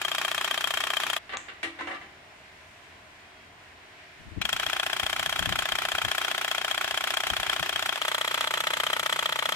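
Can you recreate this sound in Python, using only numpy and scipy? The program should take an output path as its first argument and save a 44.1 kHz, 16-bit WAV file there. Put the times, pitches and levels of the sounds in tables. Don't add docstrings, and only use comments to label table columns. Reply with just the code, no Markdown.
import sys
import numpy as np
from scipy import signal
from scipy.fft import rfft, irfft, next_fast_len
from scipy.io import wavfile
from scipy.ndimage import uniform_filter1d

SR = 44100
rng = np.random.default_rng(int(sys.argv[2]) if len(sys.argv) > 2 else 0)


def wrap_up_sound(samples):
    columns = np.atleast_2d(samples).T
    tamed = np.clip(columns, -1, 1)
    steps = np.round(tamed * 32767).astype(np.int16)
    wavfile.write(sys.argv[1], SR, steps)


def linear_from_db(decibels):
    return 10 ** (np.asarray(decibels, float) / 20)


N = 421155
TIME = np.arange(N) / SR
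MOTOR_START_S = 4.41
PASTE_BITES_S = 0.089


def level(x, db):
    return x * linear_from_db(db) / np.sqrt(np.mean(x ** 2))


def colour(x, points):
    size = next_fast_len(x.shape[-1])
    hz, db = np.transpose(points)
    log_hz = np.log(np.fft.rfftfreq(size, 1 / SR) + 1)
    gain = linear_from_db(np.interp(log_hz, np.log(hz), db, left=-80, right=-80))
    return irfft(rfft(x, size) * gain, size)[..., :x.shape[-1]]


def walk(rate):
    k = int(SR / rate)
    held = np.repeat(rng.standard_normal(N // k + 1), k)
    return 1.63 * uniform_filter1d(uniform_filter1d(held, k), k)[:N]


def pair(alike_hz, size=N):
    mid, side = rng.standard_normal((2, size))
    side = signal.lfilter(*signal.butter(1, alike_hz, "high", fs=SR), side)
    return mid + np.array([side, -side])


def modes(hz, width_hz, size):
    t = np.arange(size) / SR
    decay = np.exp(-np.pi * np.c_[width_hz] * t)
    return np.c_[width_hz] / 1000 * decay * np.sin(2 * np.pi * np.c_[hz] * t)


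def struck(table, t):
    return sum(linear_from_db(db) * np.exp(-np.pi * w * t) * np.sin(2 * np.pi * hz * t) for hz, w, db in table)


def add(out, sound, s):
    i = max(int(round(s * SR)), 0)
    out[..., i:i + sound.shape[-1]] += sound[..., :N - i]


# pitch [Hz], level [dB per Hz]
SHOP_COLOUR = [(20, -12), (40, -12.5), (80, -3), (190, -10), (380, -10), (500, -14.5), (640, -8.5),
               (1200, -11.5), (1600, -7.5), (2100, -8), (3000, -13.5), (4500, -21), (8000, -28.5),
               (15800, -43)]
# pitch [Hz], level [dB]
HUM = [(86, -69), (301.5, -74), (377, -69.5), (441.4, -74), (630, -67), (694.4, -68), (759, -72),
       (1012, -68.5), (1109, -74)]
# pitch [Hz], start [s], end [s], level [dB]
WHISTLE = (3268, 3.15, 3.62, -65.5)


def shop():
    noise = 0
    for hz in 45 * 4. ** np.arange(5):
        octave = [(hz / 4, -40), (hz / 2, -3), (hz / 1.5, 0), (hz * 1.5, 0), (hz * 2, -3), (hz * 4, -40)]
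        noise = noise + colour(pair(680.0), octave) * linear_from_db(.25 * walk(2.45) + 0.7 * walk(12))
    fan = signal.lfilter(*signal.butter(2, 1300, "high", fs=SR), rng.standard_normal(N)) * linear_from_db(-5)
    noise = noise + np.array([fan, np.roll(fan, 18)])
    lines = sum(linear_from_db(db + 1.2 * walk(8)) * np.sin(2 * np.pi * (hz * TIME + rng.random())) for hz, db in HUM)
    hz, start, end, db = WHISTLE
    swell = np.sin(np.pi * np.clip((TIME - start) / (end - start), 0, 1))
    lines = lines + linear_from_db(db) * swell * np.sin(2 * np.pi * hz * TIME)
    return level(colour(noise, SHOP_COLOUR), -50.5) + linear_from_db(1.5) * lines


# start [s], end [s], left level [dB], right level [dB]
GUSTS = [
    (4.206, 4.505, -51.5, -59),
    (4.5, 5.15, -57.5, -58),
    (5.162, 5.682, -47.5, -62),
    (5.726, 6.19, -50, -65),
    (6.297, 7.16, -66, -65),
    (7.197, 7.454, -51, -63),
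    (7.455, 7.934, -61, -57),
]
# centre [s], left level [dB], length [ms], right level [dB], throb [Hz]
POPS = [(4.21, -55, 24, -58, 70), (4.275, -44, 30, -44, 100), (4.325, -40, 25, -50, 90),
        (4.378, -26.5, 17, -50, 156), (4.41, -38, 18, -56, 60), (4.454, -45, 25, -60, 130),
        (4.544, -47, 39, -62, 70), (4.673, -50, 35, -47, 151), (5.035, -36.5, 20, -56, 90),
        (5.2, -55, 31, -59, 60), (5.273, -45, 22, -59, 141), (5.405, -39, 26, -62, 110),
        (5.485, -34, 28, -58, 80), (5.525, -36.5, 36, -58, 150), (5.588, -48, 30, -58, 100),
        (5.635, -46, 18, -58, 151), (5.738, -46, 27, -59, 100), (5.95, -50, 20, -60, 70),
        (6.059, -35.5, 27, -59, 100), (6.092, -45, 15, -59, 140), (6.846, -56, 22, -59, 80),
        (6.927, -55, 44, -53, 80), (7.327, -37, 29, -60, 65), (7.409, -44, 45, -60, 100),
        (7.487, -47, 30, -58, 90), (7.616, -40, 32, -59, 151), (7.763, -50, 36, -57, 90)]


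def draught():
    gusts = sum(np.c_[linear_from_db(db)] * ((TIME > a) & (TIME < b)) for a, b, *db in GUSTS)
    gusts = uniform_filter1d(gusts, int(0.11 * SR))
    rumble = [(25, -13), (45, -2.0), (100, -3.0), (180, -8), (350, -16), (700, -51)]
    eddies = level(colour(rng.standard_normal((2, N)), rumble), 0)
    out = eddies * gusts * linear_from_db([3.9 * walk(25), 2.5 * walk(20)])
    for s, left_db, ms, right_db, hz in POPS:
        at, half = int(s * SR), int(ms * SR / 1000)
        throb = linear_from_db(-2) * np.cos(2 * np.pi * hz * (TIME[:2 * half] - half / SR))
        pop = (eddies[:, at - half:at + half] + throb) * np.hanning(2 * half)
        gain = linear_from_db(np.c_[[left_db - 3.0, right_db - 8.0]])
        out[:, at - half:at + half] += pop / pop.std(axis=1)[:, None] * gain
    return out


# start [s], peak [dB], colour centre [Hz], t60 [s], drum level [dB]
CLATTER = [(1.293, -38.5, 2060, 0.36, -75), (1.322, -37, 1850, 0.43, -65), (1.334, -32.5, 1200, 0.11, -75),
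           (1.346, -57, 1300, 0.14, -55), (1.362, -46, 900, 0.27, -62), (1.484, -39, 2020, 0.24, -58),
           (1.492, -50, 1820, 0.79, -76), (1.630, -28, 2320, 0.24, -36), (1.668, -48, 1900, 0.98, -65),
           (1.788, -36.5, 1750, 0.62, -37), (1.808, -33.5, 1400, 0.13, -37), (1.828, -50, 1100, 0.15, -67),
           (1.871, -33.5, 1100, 0.32, -50), (1.910, -36, 1700, 0.34, -60),
           (1.945, -40.5, 2200, 0.14, -49.5), (2.012, -44, 1800, 0.33, -56)]
# [dB, dB, dB, dB]
SHEET = [(554, 12, -8, 3, -8, 3.5), (790, 21, 5.5, 1, 0, 8), (896, 16, -8, -10, 8, -5),
         (1044, 12, -13, -15, 15, -7), (1189, 14, 7, 4, -4, 5), (1330, 21, -11, 3, 2, -2),
         (1576, 24, 1, -17, 6, -4), (1774, 29, 0, -5, -8, 0), (1930, 34, 2, 5, -4, 4.5),
         (2060, 49, 0, 3, 3, 1), (2310, 74, -1, 3.5, 3, -3), (2810, 79, -4, -2, -5, -4),
         (3080, 30, -4, -2, -6, -2), (3600, 1800, -8, -7, -7, -13)]
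BOUTS_S = [1.6, 1.75, 1.86]
# pitch [Hz], width [Hz], level [dB]
DRUM = [(293, 5, -5), (333, 6, 4)]


def clatter():
    out, t = np.zeros((2, N)), np.arange(14000) / SR
    hz, width, *bouts_db = np.transpose(SHEET)
    for s, peak_db, centre_hz, t60, drum_db in CLATTER:
        smear = pair(900, len(t)) * linear_from_db(-60 * t / t60) * np.minimum(t / 0.00056, 1)
        db = bouts_db[np.searchsorted(BOUTS_S, s)]
        bright_db = 2.5 * max(peak_db + 32.5, 0)
        broad = [(150, -20), (250, -10), (centre_hz / 2, -6), (centre_hz, 0), (2.65 * centre_hz, -8),
                 (4600, -13), (9000, -23.5 + bright_db), (15000, -51 + bright_db)]
        ring = linear_from_db(db + 1.5 * rng.standard_normal(len(hz))) @ modes(hz, width + 4, size=3000)
        rung = signal.fftconvolve(smear, ring[None], axes=1)[:, :len(t)]
        sound = colour(smear / np.std(smear) + linear_from_db(-1.5) * rung / np.std(rung), broad)
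        add(out, sound * linear_from_db(peak_db) / np.std(sound[:, :600]), s)
        add(out, linear_from_db(drum_db) * struck(DRUM, t) * np.minimum(t / 0.055, 1), s)
    return out


# pitch [Hz], width [Hz], level [dB]
SWITCH = [(1100, 450, -20), (2650, 340, -21), (3500, 510, -15.5), (6800, 590, -15.5), (7800, 1200, -33)]


def switch():
    out, t = np.zeros((2, N)), np.arange(8000) / SR
    snap = struck(SWITCH, t) * np.minimum(t / 0.00038, 1)
    bright = [(4500, -20), (6200, 3), (7500, 8), (9000, -12), (11000, -32)]
    tail = colour(rng.standard_normal((2, len(t))), bright)
    add(out, snap + linear_from_db(-41.5) * linear_from_db(-60 * t / 0.39) * tail, 1.3708)
    return out


# time [s], level [dB]
THRUM = [(0, -63.5), (1.2, -62.5), (7.9, -67.5), (8.1, -63.5), (8.6, -60.5), (9.55, -55.5)]


def bench_thrum():
    low = [(90, -15), (150, 2.0), (230, -5.0), (330, -8)]
    return level(colour(pair(510.0), low), 0) * linear_from_db(np.interp(TIME, *np.transpose(THRUM)))


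# pitch [Hz], level [dB per Hz]
GRIND = [(150, -32), (250, -12), (386, -7), (476, -14), (651, -11.5), (971, -4), (1640, -3.5), (2130, -4),
         (2910, -3), (3230, -1.5), (4260, -11), (13400, -27.5), (16000, -30)]


def paste():
    grit = (rng.random(N) < 70 / SR) * rng.exponential(size=N)
    grit = signal.lfilter([1], [1, -.985], grit)
    rub = pair(810.0) * (linear_from_db(1.83 * walk(90)) + linear_from_db(-11.0) * grit)
    since = TIME - MOTOR_START_S
    bite = np.where(since > -.1, 1 - 0.64 * np.exp(-np.maximum(since, 0) / PASTE_BITES_S), 1)
    return level(colour(rub, GRIND), -38) * bite


# time [s], position [crank turns]
CRANK = [
    [(0.0165, -.5), (0.2491, 3), (1.1653, 17)],
    [(4.4160, -.5), (4.5292, 1), (4.5981, 2), (5.0316, 8.5), (6.0169, 23.5), (6.4796, 30.5), (6.5817, 32),
     (6.9099, 37), (7.6611, 48.5), (7.9583, 53)],
    [(7.9762, -.5), (8.0167, 0), (8.8344, 12.5), (9.1922, 18), (9.523, 23)],
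]
# forward late [ms], back late [ms], forward blow [dB], back blow [dB]
STROKES = [
    (0.0, -.6, -22.5, -24),
    (-.5, .75, -23.5, -25),
    (-0.59, 1.7, -22.5, -24.5),
]


def strokes(back):
    events = []
    for crank, (*late_ms, forward_db, back_db) in zip(CRANK, STROKES):
        s, turns = np.transpose(crank)
        at = np.interp(np.arange(turns[-1] + 1) - back / 2, turns, s)
        late_chance, blow_chance = rng.standard_normal((2, len(at)))
        db = (forward_db, back_db)[back] - 4 * (abs(at - 7.97) < .02) + .7 * blow_chance
        events += zip(at + (late_ms[back] + .3 * late_chance) / 1000, db)
    return events


# time from the main contact [ms], cylinder head level [dB], tool housing level [dB]
FORWARD_TRAIN = [
    [(-2, -3, -15), (0.42, 5.5, 1), (1.55, -9, -7), (3, -4.5, -7.5), (5.5, -3.5, -14), (10, -22, -23),
     (12, -17, -13.5)],
    [(-3.5, -6.5, -22), (-0.06, 4, -2), (1.13, -12, -1), (4, -4.5, -8), (5.5, -4, -12), (7, -7, -19),
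     (11.5, -16, -19.5)],
    [(-1.5, -3.5, -21), (0.17, 1.5, -3.5), (1.7, -5.5, -3.5), (4, -6.5, -3), (5.5, -5, -21), (6, -3.5, -13),
     (5, -19, -34)],
]
BACK_TRAIN = [
    [(-1.5, -4.5, -12), (0.6, 3.5, -3), (1.2, -14, -1.5), (3.5, 0.5, -2.5), (5, -7, -14), (6.5, -9, -11),
     (10.5, -10, -6)],
    [(-2.3, -4.5, -8), (0.63, 5, -3), (0.8, -16, -17), (1.5, -1.5, -2.5), (4.5, -36, -4), (8, -16, -7.5),
     (10, -13.5, -11)],
    [(-2, 0, -4.5), (0, 4.5, -2), (2.5, -8, -2.5), (4, -3, -2), (4, -14, -11.5), (11, -24, -21),
     (5.5, -5, -18)],
]
# pitch [Hz], width [Hz], forward level [dB], back level [dB], left minus right [dB]
FIRST_RING = [(395, 57, -4, -2.5, -5.5), (685, 95, 6, -2, -0.5), (785, 55, -7, 0.5, -4),
              (866, 72, 0, -0.5, 1), (1047, 53, -4, -3, 5), (1167, 130, 2, 3.5, -2),
              (1525, 260, -2, -1.5, 2.5), (1860, 190, -0.5, 0.5, 7), (2444, 420, 2.5, 5.5, 8),
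              (3196, 95, 8, 0, 22.5), (3700, 480, -2.5, -4.5, -11), (4570, 430, -14.5, -27, -10),
              (5700, 840, -23, -7.5, -16)]
SECOND_RING = [(396, 68, -3.5, -0.5, -6), (681, 84, 7, -5.5, 2), (767, 73, 2.5, 4, -3),
               (888, 55, 0, 2, -0.5), (1049, 55, 3.5, 0.5, 5), (1245, 210, -1.5, -1.5, -11.5),
               (1492, 220, 0, 5, 3), (1690, 246, 7.5, 5.5, 4.5), (1890, 420, 3, 4, 0),
               (2477, 520, 4.5, 3.5, 11), (3254, 225, 7.5, 1.5, 19.5), (4060, 340, -1, -0.5, -2),
               (4450, 590, -18, -41, -27), (5520, 1100, -4.5, -5, -14)]
CLOSE_RING = [(485, 180, -4.5, 3, 2), (626, 95, 5.5, 0.5, -0.5), (768, 115, -3, -1, -7),
              (884, 77, 4.5, 7, -5), (1100, 80, -3, 1, -15), (1300, 400, 7, 7, -0.5),
              (1700, 480, 4.5, -1, 0), (1900, 360, 7.5, 2.5, 5.5), (2320, 590, -6.5, -4.5, 28.5),
              (3214, 280, 10, 1.5, 17.5), (3342, 380, 13, 8.5, 2), (4070, 270, -3, -9.5, -15),
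              (5620, 550, -9, -15, 7)]
# start [s], right port lag [ms], resonances heard from there
STANDPOINTS = [
    (0, 0.025, FIRST_RING),
    (4.3, 0.09, SECOND_RING),
    (7.97, 0.18, CLOSE_RING),
]
# forward [ms], back [ms]
HEAVY_LEAD_MS = [
    (0.83, 2.04),
    (0.87, 2.06),
    (0.66, 0.89),
]


def reversals(events, train, back, trim_db):
    out, blows = np.zeros((2, N)), np.zeros(N)
    head_lead = 35
    size = 900
    build_up = 1 - np.exp(-TIME[:size] / 0.00061)
    for s, db in events:
        place = sum(p[0] <= s for p in STANDPOINTS) - 1
        _, lag_ms, table = STANDPOINTS[place]
        ms, head_db, housing_db = np.transpose(train[place])
        hz, width, *gains_db, pan_db = np.transpose(table)
        housing, heavy = hz > 2200, hz < 1150
        chance = rng.standard_normal((4, 16))
        pan = np.array([pan_db, -pan_db]) / 2
        gain = linear_from_db(gains_db[back] + db + trim_db + 1.0 * chance[0, :len(hz)] + pan)
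        if s > MOTOR_START_S:
            gain = gain * linear_from_db(np.where(housing, 5, -2) * np.exp((MOTOR_START_S - s) / 0.17))
        seated_hz = hz * (1 + .006 * chance[0, -1] * (hz > 1150))
        sense = np.where(heavy, 1, (-1) ** np.arange(len(hz)))
        rings = modes(seated_hz, width, size) * np.c_[sense] * build_up
        for port, push in enumerate((gain * heavy) @ rings * linear_from_db(4)):
            add(out[port], push, s + (port * lag_ms - HEAVY_LEAD_MS[place][back]) / 1000)
        head = (gain * (~housing & ~heavy)) @ rings
        shell = (gain * housing) @ rings
        shell = np.pad(shell, ((0, 0), (head_lead, 0)))[:, :-head_lead]
        for k in range(len(ms)):
            at = s - head_lead / SR + (ms[k] + .065 * chance[1, k]) / 1000
            sound = head * linear_from_db(head_db[k] + .6 * chance[2, k])
            sound = sound + shell * linear_from_db(housing_db[k] + .51 * chance[3, k])
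            add(out[0], sound[0], at)
            add(out[1], sound[1], at + lag_ms / 1000)
        run_up_db = 1.5 * (MOTOR_START_S < s < MOTOR_START_S + 0.17)
        add(blows, linear_from_db([db + 1.3 * chance[1, -1] + run_up_db]), s - .006)
    return out, blows


# pitch [Hz], level [dB]
TICK = [(500, -36), (1200, 22), (2500, 24.5), (4500, 6.5), (8000, 4.5), (12000, 7.5), (15800, -6)]


def main_tick(blows, back_blows):
    recoil = back_blows - .7 * np.roll(back_blows, -14)
    tick = colour(blows + linear_from_db(-1.0) * recoil, TICK)
    return np.array([np.roll(tick, 265), np.roll(tick, 272)])


# pitch [Hz], width [Hz], lift [dB]
GLINT = [(5500, 200, 3), (6250, 250, 2.5), (7310, 500, 3.5), (8880, 350, 4), (11100, 470, 3.5),
         (13700, 600, 2)]


def glint(x):
    size = next_fast_len(N)
    f = np.fft.rfftfreq(size, 1 / SR)
    lift_db = sum(db / (1 + (2 * (f - hz) / w) ** 2) for hz, w, db in GLINT)
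    return irfft(rfft(x, size) * linear_from_db(lift_db), size)[..., :N]


# fizz level [dB], fizz decay [s], drag until the next stroke [dB]
FIZZ = [
    (-2, 0.0085, -32),
    (-2.5, 0.0076, -19),
]
# pitch [Hz], level [dB]
CRACK = [(3500, 5.5), (4500, 1), (6000, -4.5), (7500, -2.5), (9500, -6.5), (11500, -6), (14000, -10.5),
         (15800, -21)]


def chatter(blows, back_blows):
    t = np.arange(1800) / SR - .006
    swell = linear_from_db(-5) * np.exp(np.minimum(t, 0) / 0.003)
    rebound = linear_from_db(-9) * (t > .0027) * np.exp(-abs(t - .0027) / 0.0016)
    burst = 0
    for strengths, (fizz_db, fizz_s, drag_db) in zip((blows, back_blows), FIZZ):
        after = np.exp(-t / 0.00096) + rebound + linear_from_db(fizz_db) * np.exp(-t / fizz_s) + linear_from_db(drag_db)
        burst = burst + signal.fftconvolve(strengths, np.where(t < 0, swell, after))[:N]
    run_up = np.exp(-abs(TIME - MOTOR_START_S) / PASTE_BITES_S)
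    burst = burst * linear_from_db(-4 * run_up * (burst < .3 * burst.max()))
    left, right = glint(colour(burst * pair(8000.0), CRACK)) * linear_from_db([[-5.5], [-6.5]])
    return np.array([left, np.roll(right, 6)])


def bench_echo(near):
    t = np.arange(9000) / SR
    walls = pair(1000.0)[:, :len(t)] * linear_from_db(-60 * t / 0.043) * (t > .004)
    return signal.fftconvolve(near.mean(axis=0)[None], walls, axes=1)[:, :N] * linear_from_db(-30.0)


# start [s], end [s]
RUNNING = [
    (0, 1.187),
    (4.41, 9.6),
]


def tool():
    forward, blows = reversals(strokes(back=0), FORWARD_TRAIN, back=0, trim_db=12.0)
    backward, back_blows = reversals(strokes(back=1), BACK_TRAIN, back=1, trim_db=12.5)
    near = forward + backward + linear_from_db(2.0) * main_tick(blows, back_blows) + chatter(blows, back_blows)
    no_bass = signal.butter(3, 470., "high", fs=SR, output="sos")
    sound = signal.sosfilt(no_bass, near + bench_echo(near)) + paste() + bench_thrum()
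    on = sum((TIME > a) & (TIME < b) for a, b in RUNNING)
    return sound * uniform_filter1d(1. * on, size=130)


def scene():
    return shop() + draught() + clatter() + switch() + tool()


# start [s], length [ms], above [Hz]
TREBLE_GAPS = [(0.028, 15, 9500), (0.13, 18, 13500), (0.16, 14, 11500), (0.19, 10, 11500),
               (0.384, 12, 12500), (0.624, 9, 13000), (0.82, 10, 12000), (1.106, 21, 12000),
               (1.135, 14, 13000), (1.354, 14, 5400), (4.396, 14, 8000), (4.424, 24, 9500),
               (4.51, 14, 9000), (4.578, 10, 9500), (4.979, 13, 13000), (5.113, 11, 13000),
               (5.634, 20, 10500), (6.123, 14, 11500), (6.587, 24, 13500), (7.152, 14, 9000),
               (7.639, 16, 13500), (8.746, 14, 13500), (8.939, 10, 13000)]


def mute_treble(x):
    out = x.copy()
    for s, ms, hz in TREBLE_GAPS:
        a, n = int(s * SR), int(ms * SR / 1000)
        highpass = signal.butter(6, hz, "high", fs=SR, output="sos")
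        top = signal.sosfiltfilt(highpass, x[:, a - 200:a + n + 200])
        out[:, a:a + n] -= top[:, 200:-200] * signal.windows.tukey(n, .25)
    return out


def top_cut(x):
    return signal.sosfilt(signal.butter(12, 16490, fs=SR, output="sos"), x)


def record(dry):
    rounded = 0.33 * np.tanh(dry / 0.33)
    cut = signal.sosfilt(signal.ellip(8, .2, 60, 15740, fs=SR, output="sos"), rounded)
    return top_cut(mute_treble(cut))


dry = scene()
out = record(dry)
wrap_up_sound(out)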